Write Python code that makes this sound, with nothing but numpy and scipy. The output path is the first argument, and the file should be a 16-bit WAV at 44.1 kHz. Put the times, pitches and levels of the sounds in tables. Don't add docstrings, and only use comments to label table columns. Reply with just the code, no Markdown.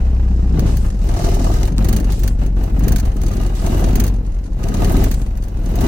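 import sys
import numpy as np
from scipy import signal
from scipy.fft import rfft, irfft
from scipy.io import wavfile
from scipy.ndimage import uniform_filter1d, map_coordinates

SR = 44100
rng = np.random.default_rng(int(sys.argv[2]) if len(sys.argv) > 2 else 0)


def wav_out(sig):
    wavfile.write(sys.argv[1], SR, np.round(np.clip(np.atleast_2d(sig).T, -1, 1) * 32767).astype(np.int16))


N = 259123
TIME = np.arange(N) / SR
FREQS = np.arange(N // 2 + 1) * SR / N + 0.00091

# time in seconds, crank speed in turns per second.
CRANK = [(0, 31), (.7, 30.1), (.85, 27), (1, 20.3), (1.45, 19.8), (1.93, 25.5), (2.1, 23.3), (2.7, 22.8),
         (2.93, 25.2), (3.2, 20.9), (3.5, 21), (3.7, 19.3), (4.03, 24.5), (4.3, 22), (4.5, 22.5),
         (4.68, 18.7), (5.15, 22.6), (5.88, 19.3)]
# start in seconds, hold length in seconds,
# swell time in seconds, air flow in dB re a full surge, relative body shudder in dB.
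SURGES = [(0.523, 0.16, 0.014, -4, -15.5), (0.66, 0.07, 0.015, -6, -23), (0.806, 0.059, 0.022, -6.5, -21.5),
          (0.992, 0.3, 0.085, -3.5, -20.5), (1.219, 0.32, 0.025, -5, -21), (1.502, 0.18, 0.027, -4, -28),
          (1.775, 0.21, 0.0044, -3, -17.5), (2.016, 0.096, 0.031, -4, -28), (2.189, 0.078, 0.06, -2.5, -18),
          (2.378, 0.053, 0.027, -3, -20.5), (2.557, 0.13, 0.0098, -7, -24.5),
          (2.72, 0.16, 0.031, -5.5, -19.5), (2.823, .14, 0.019, -5, -18), (3.004, 0.07, 0.019, -5.5, -22),
          (3.201, 0.27, 0.0089, -9.5, -22.5), (3.598, 0.46, 0.038, -2.5, -18),
          (4.06, 0.1, 0.02, -14, -25.5), (4.552, 0.28, 0.056, -5.5, -20), (4.729, 0.33, 0.067, -1, -16),
          (5.756, 0.17, 0.18, 6.5, -9.5)]
# frequency in Hz, half-width in Hz, relative level in dB.
DUCT = [(540, 95, -8.5), (686.6, 32.4, -0.5), (916, 54, -11.5), (1158, 48, -8.5), (1238, 58, -8.5),
        (1580, 190, -16.5)]
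FAST_IDLE_HZ = 27


def scene(boom_db=3.0, shudder_db=-1.0):
    # time in seconds, air flow in dB re a full surge, relative shudder in dB.
    idle = [(0, -8.5, -25), (.3, -10.5, -23.5), (.5, -10, -23), (1, -13.5, -25.5), (1.7, -13.5, -21),
            (2.5, -16, -25), (3.2, -10.5, -24), (3.55, -7.5, -26), (4.13, -14.5, -26), (4.24, -14, -26),
            (4.37, -15, -33), (4.52, -16, -27.5), (5.2, -10.5, -24), (5.35, -13.5, -28.5),
            (5.55, -13, -26.5), (5.72, -6.5, -22)]
    # frequency in Hz, left minus right in dB.
    sides = [(30, 0.7), (150, 2.1), (700, 1.5), (1200, 1.9), (2500, -2), (4500, 0.1), (6300, 3), (7200, -4),
             (8300, -13), (12000, -11), (15500, -8)]
    # level in dB at full surge, dB per dB of flow, dB lost running freely.
    throat_law = (-26, 1.39, 4.5)
    roar_law = (-31, 1, 0.16)
    hiss_law = (-32.5, 1.63, 5.4)

    turns = np.cumsum(crank_hz()) / SR
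    idle_flow_db, idle_shake_db = curves(idle)
    *_, surge_flow_db, surge_shake_db = np.transpose(SURGES)
    flow_db = surging(idle_flow_db, surge_flow_db)
    shake_db = surging(idle_shake_db, surge_shake_db)

    pulses = firings(turns)
    lows = undb(stumbling() + boom_db) * boom(pulses)
    lows = lows + undb(shake_db + shudder_db) * shudder(pulses, turns) + thuds()

    mids = throat(turns, follow(throat_law, flow_db))
    mids = mids + undb(follow(roar_law, flow_db)) * intake(turns) + chuffs()

    highs = undb(follow(hiss_law, flow_db)) * (hiss(turns) + chatter(turns))
    highs = highs + rush(turns) + clatter(turns, flow_db) + clicks()

    ears = undb(shape(sides) * np.array([[.5], [-.5]]))
    ears = ears / np.sqrt(np.mean(ears ** 2, axis=0))
    return irfft(rfft(lows + mids + highs) * ears, N) + fizz()


def firings(turns, jitter_s_per_db=0.00083):
    # time in seconds, standard deviation of strength in dB.
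    scatter = [(0, .8), (.5, 1), (.6, 2.4), (.9, 2.6), (2.4, 1.7), (3.6, 2.4), (4.5, 3), (5.88, 2.8)]
    hunting_db = [4, -3, -3, -2]
    fast_db = [5.5, -5, -0.5, -5]

    at = np.flatnonzero(np.diff(np.floor(2 * turns), prepend=-1))
    chance = rng.standard_normal((len(at), 2))
    scatter_db = curves(scatter)[0][at]
    fast = crank_hz()[at] > FAST_IDLE_HZ
    cylinder_db = np.where(fast, np.resize(fast_db, len(at)), np.resize(hunting_db, len(at)))
    shift = (jitter_s_per_db * SR * scatter_db * chance[:, 1]).astype(int)
    pulses = np.zeros(N)
    pulses[np.clip(at + shift, 0, N - 1)] = undb(cylinder_db + scatter_db * chance[:, 0])
    return pulses - pulses.mean()


def boom(pulses):
    # frequency in Hz, gain in dB.
    cabin = [(10, -28), (20, -2), (27, 3.5), (31, 5.8), (36, -.3), (45, 1.6), (53, -2), (62, 2.5),
             (74, -13), (110, -35), (300, -80), (3000, -140)]
    return even(colour(pulses, shape(cabin)), span_s=0.037)


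def stumbling(half_width_s=0.022):
    # time in seconds, relative level in dB.
    boom_level = [(0, -15), (1.1, -16), (1.9, -15), (2.6, -16), (2.9, -14), (3.7, -18.5), (3.92, -14),
                  (4.25, -19), (4.6, -20), (4.98, -13.5), (5.3, -20.5), (5.55, -20.5), (5.88, -16)]
    # time in seconds, dip in dB (negative lifts).
    stumbles = [(.6, 3.5), (.86, 1), (.95, 6), (1.19, 24), (1.38, -1), (1.718, 8), (2.0, 10.5), (2.17, 7),
                (2.33, 1), (2.49, 3), (2.69, 16), (3.0, 5.5), (3.16, 8), (3.34, 12), (3.575, 4), (4.24, 7),
                (4.47, 10), (4.64, 2), (4.75, 6), (5.5, 13)]
    dips_db = sum(db * np.exp(-((TIME - s) / half_width_s) ** 2) for s, db in stumbles)
    return curves(boom_level)[0] - dips_db


def shudder(pulses, turns, loose_db=4.0):
    # frequency in Hz, gain in dB.
    body = [(40, -44.5), (80, 0), (95, 6), (115, -0.5), (150, -3), (200, -3.5), (250, -7.5), (310, -11.5),
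            (400, -16.5), (480, -20), (800, -38.5), (3000, -100), (9000, -140)]
    forced = unit(colour(pulses, shape(body)))
    kicks = puffs(2 * turns, decay=.5, scatter_db=2)
    loose = unit(colour(air(0 * FREQS) * kicks, shape(body)))
    return even(forced + undb(loose_db) * loose, span_s=0.036)


def thuds(rise_s=.004, t60=.07):
    # start in seconds, level in dB ahead of the envelope, pitch in Hz.
    thud_rows = [(.171, -21, 195), (.236, -19, 193), (.301, -9, 198), (.366, -16, 192), (0.433, -10.5, 189),
                 (0.499, -7.5, 166), (0.615, -7, 165), (0.76, -6.5, 144), (1.042, -22, 177),
                 (1.45, -9, 152), (1.715, -8, 142), (1.893, -8.5, 196), (1.932, -9, 195), (2.069, -13, 137),
                 (2.119, -12, 157), (2.836, -11, 174), (3.64, -7.5, 188), (3.743, -16, 395),
                 (3.99, -10, 225), (4.821, -9, 240), (4.969, -7, 276), (5.23, -23, 208), (5.739, -10, 174),
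                 (5.779, -15, 210), (5.834, -3, 239)]
    out, age = np.zeros(N), TIME[:SR // 5]
    envelope = (1 - np.exp(-age / rise_s)) * np.exp(-np.log(1000) * age / t60)
    for s, db, hz in thud_rows:
        i = int(s * SR)
        blow = undb(db) * envelope * np.sin(2 * np.pi * (hz * age + rng.random()))
        out[i:i + len(age)] += blow[:N - i]
    return out


def surging(idle_db, peaks_db):
    release_s = 0.046
    power = undb(idle_db) ** 2
    for (start, length, swell_s, *_), db in zip(SURGES, peaks_db):
        swell = 1 - np.exp(-np.maximum(TIME - start, 0) / swell_s)
        fade = np.exp(-np.maximum(TIME - start - length, 0) / release_s)
        power = power + (undb(db) * swell * fade) ** 2
    return 10 * np.log10(power)


def follow(law, flow_db, labour_hz=21, free_hz=23.9):
    full_db, slope, lost_db = law
    free = np.clip((crank_hz() - labour_hz) / (free_hz - labour_hz), 0, 1)
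    return full_db + slope * flow_db - lost_db * free


def gulps(turns):
    drawn = swaying(air(ripples(ripple_db=4.6, spacing_hz=54)))
    return drawn * puffs(2 * turns, decay=1.0, scatter_db=3.5)


def intake(turns):
    # frequency in Hz, gain in dB.
    roar = [(150, -33), (330, -1.5), (470, 5.5), (600, 5), (800, 5.5), (980, 2), (1300, -6.5), (1600, -1.5),
            (2000, -9), (2600, -9.5), (4000, -20), (9000, -37)]
    return even(colour(gulps(turns), shape(roar)), span_s=0.035)


def throat(turns, throat_db, box_db=4, box_growth=0.42, duct_db=-3.5):
    # frequency in Hz, half-width in Hz, relative level in dB.
    air_box = [(250, 25, -7), (295, 22, -3), (342, 20, 1), (392, 22, 1)]
    box_gain = undb(box_db + box_growth * (throat_db - throat_db.max()))
    box = box_gain * hollow(turns, air_box, centre_hz=310)
    duct = undb(duct_db) * hollow(turns, DUCT, centre_hz=680)
    return undb(throat_db) * (duct + box)


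def hollow(turns, modes, centre_hz):
    return even(colour(gulps(turns), cavity(modes, centre_hz)), span_s=0.07)


def cavity(modes, centre_hz):
    gain = sum(undb(db) / (1 + (FREQS - hz) ** 2 / width ** 2) for hz, width, db in modes)
    return 20 * np.log10(gain) + band(centre_hz, octaves=1.74)


def chuffs(centre_hz=690):
    # start in seconds, level in dB ahead of the envelope.
    chuff_rows = [(1.093, -21), (1.143, -30), (1.163, -18), (1.195, -16.5), (1.215, -20), (1.262, -17),
                  (1.279, -15), (1.318, -27), (1.365, -16), (1.4, -17), (1.444, -16.5), (1.466, -12.5),
                  (1.497, -14.5), (1.612, -25), (1.894, -30), (2.926, -29), (3.62, -21.5), (3.669, -16),
                  (3.74, -19), (3.823, -15.5), (3.87, -21), (3.945, -25), (4.655, -21), (4.742, -21),
                  (4.765, -28), (4.819, -13), (4.87, -27), (4.902, -14), (4.97, -25), (5.759, -28),
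                  (5.778, -17.5), (5.812, -28), (5.836, -16)]
    s, db = np.transpose(chuff_rows)
    note = even(air(cavity(DUCT, centre_hz) + band(centre_hz, octaves=.8)), span_s=.008)
    return note * strikes(s, db, rise_s=.004, t60=.06)


def hiss(turns, valve_share=0.25):
    # frequency in Hz, gain in dB.
    spectrum = [(300, -44), (900, -31), (1800, 10), (2700, 10), (3500, 6.5), (4400, 10.5), (5200, 6),
                (6300, 12.5), (7200, 3.5), (8500, -2.5), (11000, -1), (15700, -3)]
    rushing = swaying(air(ripples(ripple_db=5.5, spacing_hz=70)))
    ticking = 1 - valve_share + valve_share * puffs(2 * turns, decay=0.089, scatter_db=11.0)
    flutter = grain(contacts_per_s=220, scatter_db=2.4)
    return unit(colour(rushing, shape(spectrum))) * ticking * flutter


def rush(turns):
    # time in seconds, level in dB.
    rush_level = [(0, -56.5), (1, -53.5), (1.13, -45), (1.27, -38.5), (1.55, -41.5), (1.68, -47),
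                  (1.75, -59), (5.88, -62)]
    flutter = puffs(2 * turns, decay=1.3, scatter_db=2)
    coarse = grain(contacts_per_s=400, scatter_db=4)
    bright = air(band(5500, octaves=.72) + ripples(ripple_db=1.5, spacing_hz=190))
    return undb(curves(rush_level)[0]) * flutter * coarse * bright


def clatter(turns, flow_db, ring_db=-1, sizzle_db=-2.0, clank_db=1, ripple_db=2):
    # frequency in Hz, gain in dB.
    metal = [(500, -52), (1500, 6), (3500, -6.5), (4400, 3), (5200, -3), (6400, 6.5), (7300, -1),
             (9000, 1.5), (11500, -1.5), (14000, -29)]
    s, db, sizzle, clank = np.transpose(knocks(turns, flow_db))
    contact_s = .001
    buzz = grain(contacts_per_s=1100, scatter_db=4.2)
    ring = air(shape(metal)) * strikes(s, db + ring_db, contact_s, t60=0.055)
    top = air(band(15200, octaves=0.47)) * strikes(s, db + sizzle + sizzle_db, contact_s, t60=0.027)
    low = air(band(1400, octaves=2.07)) * strikes(s, db + clank + clank_db, contact_s, t60=0.061)
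    modes_db = metal_peaks() + ripples(ripple_db, spacing_hz=161.3)
    return colour(buzz * (ring + top + low), modes_db)


def knocks(turns, flow_db):
    # time in seconds, relative level in dB, sizzle in dB re the knock.
    listed = [(0.593, -27.5, 4), (0.769, -32, 7), (1.039, -43, -21), (1.088, -32.5, -18),
              (1.139, -31.5, -20), (1.1907, -29.5, -18), (1.243, -26, -18), (1.3428, -28.5, -16),
              (1.394, -34, -18), (1.443, -32, -14), (1.613, -39, -11), (1.844, -26, 6), (1.886, -23, 8.5),
              (1.927, -21, 6), (1.963, -23.5, 7), (1.999, -30, 3), (2.043, -35, -7), (2.121, -28.5, 2),
              (2.193, -33.5, 9), (2.234, -26.5, 6), (2.2758, -26, 8), (2.386, -49, -17), (2.462, -37.5, 1),
              (2.56, -51.5, -19), (2.6365, -36.5, 6), (2.734, -62, -13), (2.7925, -34.5, 8),
              (2.835, -31, -1), (2.8808, -24, 9), (2.9198, -25, 10), (2.96, -22.5, 6), (2.982, -27.5, 0),
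              (2.997, -28.5, 5), (3.053, -35, 0), (3.165, -39.5, -8), (3.215, -33.5, 4), (3.234, -35, -3),
              (3.263, -31, -2), (3.283, -33, -2), (3.313, -36, -1), (3.334, -33.5, -4), (3.367, -33, -6),
              (3.412, -35, -5), (3.432, -37, -3), (3.462, -33.5, -3), (3.6622, -27, 0), (3.955, -22.5, 7),
              (3.9984, -21.5, 7), (4.038, -25.5, 7), (4.064, -28, 6), (4.077, -28.5, 5), (4.138, -41, -14),
              (4.158, -45, -16), (4.263, -44, -16), (4.3195, -48, -16), (4.343, -45, -14),
              (4.3865, -51, -16), (4.4385, -42, -14), (4.458, -41.5, -14), (4.474, -54, -14),
              (4.53, -48, -14), (4.566, -66, -24), (4.631, -33.5, -15), (4.683, -31, -2),
              (4.7404, -27.5, 0), (4.845, -24.5, -7), (5.039, -26, 10), (5.113, -25, 7), (5.139, -28.5, 3),
              (5.2153, -36.5, -3), (5.263, -43, -12), (5.372, -41.5, 5), (5.422, -40.5, -10),
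              (5.437, -38, 0), (5.4697, -63, -8), (5.482, -43, 4), (5.571, -43, -10), (5.633, -47, -12),
              (5.658, -35, -9), (5.755, -32.5, 9), (5.808, -29, 5)]
    listed_clank_db, light_clank_db, light_sizzle_db = -6, -2, -18
    light_db, light_scatter_db, db_per_flow_db = -34, 3, .8

    at = np.flatnonzero(np.diff(np.floor(turns)))
    hz = crank_hz()[at]
    db = light_db + db_per_flow_db * flow_db[at] + light_scatter_db * rng.standard_normal(len(at))
    turns_from_listed = hz * np.abs(TIME[at, None] - np.array(listed)[:, 0]).min(axis=1)
    free = (hz < FAST_IDLE_HZ) & (turns_from_listed > 1)
    light = [(s, size, light_sizzle_db, light_clank_db) for s, size in zip(TIME[at][free], db[free])]
    return [(*row, listed_clank_db) for row in listed] + light


def metal_peaks():
    # frequency in Hz, full width in Hz, height in dB.
    modes = [(4050, 60, 3), (4471, 100, 6), (5799, 90, 7), (6380, 130, 7), (8942, 80, 5), (9400, 90, 4),
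             (10250, 90, 4), (13830, 150, 3), (14656, 120, 6), (15212, 130, 11)]
    return sum(gain / (1 + (2 * (FREQS - hz) / width) ** 2) for hz, width, gain in modes)


def chatter(turns, level_db=-6, taps_per_turn=3.1):
    # frequency in Hz, gain in dB.
    spectrum = [(700, -43), (2000, -40), (4400, -47), (6400, -28), (7600, 14), (10000, 11.5), (13000, 14),
                (15700, 12)]
    shaken = np.clip((30 - crank_hz()) / 3, .02, 1)
    fired = puffs(2 * turns, decay=0.5, scatter_db=5)
    tapped = puffs(taps_per_turn * turns, decay=0.6, scatter_db=5)
    return undb(level_db) * shaken * unit(fired + tapped) * air(shape(spectrum) + metal_peaks())


def clicks(snap_hz=4000, knock_hz=1100):
    # time in seconds, snap in dB, knock in dB, both ahead of the envelope.
    click_rows = [(.289, -35, -42), (.594, -22, -27), (1.782, -13, -23), (1.791, -23, -19),
                  (1.825, -28, -27)]
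    s, snap_db, knock_db = np.transpose(click_rows)
    snap = strikes(s, snap_db, rise_s=0.0002, t60=0.004)
    knock = strikes(s, knock_db, rise_s=0.0003, t60=0.008)
    return air(band(snap_hz, octaves=1.55)) * snap + air(band(knock_hz, octaves=0.39)) * knock


def fizz(length_s=0.25, noise_db=-50, whistle_db=-57, spurt_db=-39, ease_s=.05):
    starts = [0.661, 2.1, 3.55, 5.003]
    # frequency in Hz, relative level in dB.
    whistle_rows = [(7144, -5), (7481, 0), (7748, -5), (7971, -1), (8340, -3), (8942, -4), (9960, -10)]
    # frequency in Hz, gain in dB.
    spectrum = [(1500, -20), (3000, -22), (6000, 2), (8000, 6), (11000, 3), (15000, -9)]
    corners_s = [0, ease_s / 2, length_s - ease_s, length_s + ease_s / 2]
    gate = sum(np.interp(TIME - s, corners_s, [0, 1, 1, 0]) for s in starts)
    spurt = strikes(starts, np.full(len(starts), spurt_db), rise_s=0.00044, t60=0.86)
    sines = [undb(db) * np.sin(2 * np.pi * (hz * TIME + rng.random())) for hz, db in whistle_rows]
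    steady = undb(noise_db) * air(shape(spectrum)) + undb(whistle_db) * unit(sum(sines))
    return gate * steady + spurt * air(band(4300, octaves=1.4))


def air(db):
    # frequency in Hz, direct share of the power from 0 to 1.
    likeness = [(60, 0.91), (150, 0.96), (300, 0.86), (600, 0.36), (1200, 0.081), (6000, 0.08),
                (15000, 0.081)]
    left_lag_s = .0004
    like = np.clip(shape(likeness), 0, 1)
    lag_s = np.array([[left_lag_s], [0]]) * np.minimum(FREQS / 900, 1)
    direct = rfft(rng.standard_normal(N)) * np.exp(-2j * np.pi * FREQS * lag_s)
    diffuse = rfft(rng.standard_normal((2, N)))
    return unit(irfft((np.sqrt(like) * direct + np.sqrt(1 - like) * diffuse) * undb(db), N))


def ripples(ripple_db=6.0, spacing_hz=70):
    knots = np.arange(0, SR / 2, spacing_hz)
    heights = rng.standard_normal((2, 2000))
    return ripple_db * np.array([np.interp(FREQS, knots, h[:len(knots)]) for h in heights])


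def swaying(x, depth=.022, rate_hz=1.1):
    rates_hz = rate_hz * np.array([.62, 1.47])
    lag_s = 0
    for r in rates_hz:
        lag_s = lag_s + depth / (2 * np.pi * r) * np.sin(2 * np.pi * (r * TIME + rng.random()))
    at = (TIME + lag_s) * SR
    return np.array([map_coordinates(side, [at], order=3, mode="mirror") for side in x])


def puffs(cycles, decay, scatter_db, rise=0.096):
    sizes = undb(scatter_db * rng.standard_normal(1000))
    phase = cycles % 1
    return unit(sizes[cycles.astype(int)] * np.exp(-phase / decay) * (1 - np.exp(-phase / rise)))


def strikes(times, db, rise_s, t60):
    power = np.zeros(N)
    for s, size in zip(times, undb(db)):
        i = int(s * SR)
        age = TIME[:min(SR // 5, N - i)]
        blow = size * (1 - np.exp(-age / rise_s)) * undb(-60 * age / t60)
        power[i:i + len(age)] += blow ** 2
    return np.sqrt(power)


def grain(contacts_per_s, scatter_db):
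    at = np.arange(0, N, SR / contacts_per_s)
    sizes = rng.uniform(-1, 1, len(at))
    return unit(undb(scatter_db * np.interp(np.arange(N), at, sizes)))


def crank_hz():
    return curves(CRANK)[0]


def undb(db):
    return 10 ** (np.asarray(db) / 20)


def curves(table):
    s, *columns = np.transpose(table)
    return [np.interp(TIME, s, c) for c in columns]


def shape(points):
    hz, value = np.transpose(points)
    return np.interp(np.log(FREQS), np.log(hz), value)


def band(centre_hz, octaves):
    return np.maximum(-10 * (np.log2(FREQS / centre_hz) / octaves) ** 2, -60)


def colour(x, db):
    cepstrum = irfft(db * np.log(10) / 20, N)
    cepstrum[..., 1:N // 2] *= 2
    cepstrum[..., N // 2:] = 0
    return irfft(rfft(x) * np.exp(rfft(cepstrum)), N)


def unit(x):
    return x / np.sqrt(np.mean(x ** 2))


def even(x, span_s):
    k = int(span_s * SR)
    power = np.mean(np.atleast_2d(x) ** 2, axis=0)
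    smooth = uniform_filter1d(uniform_filter1d(power, k), k)
    return x / np.sqrt(smooth + 1e-12)


def record(dry, fade_s=.004, ceiling=.9, low_hz=6, top_hz=15900):
    faded = dry * np.minimum(np.minimum(TIME, TIME[::-1]) / fade_s, 1)
    rounded = faded / (1 + (faded / ceiling) ** 8) ** (1 / 8)
    rounded = signal.sosfilt(signal.butter(1, low_hz, "high", fs=SR, output="sos"), rounded)
    return signal.sosfilt(signal.ellip(8, .2, 70, top_hz, fs=SR, output="sos"), rounded)


dry = scene()
out = record(dry)
wav_out(out)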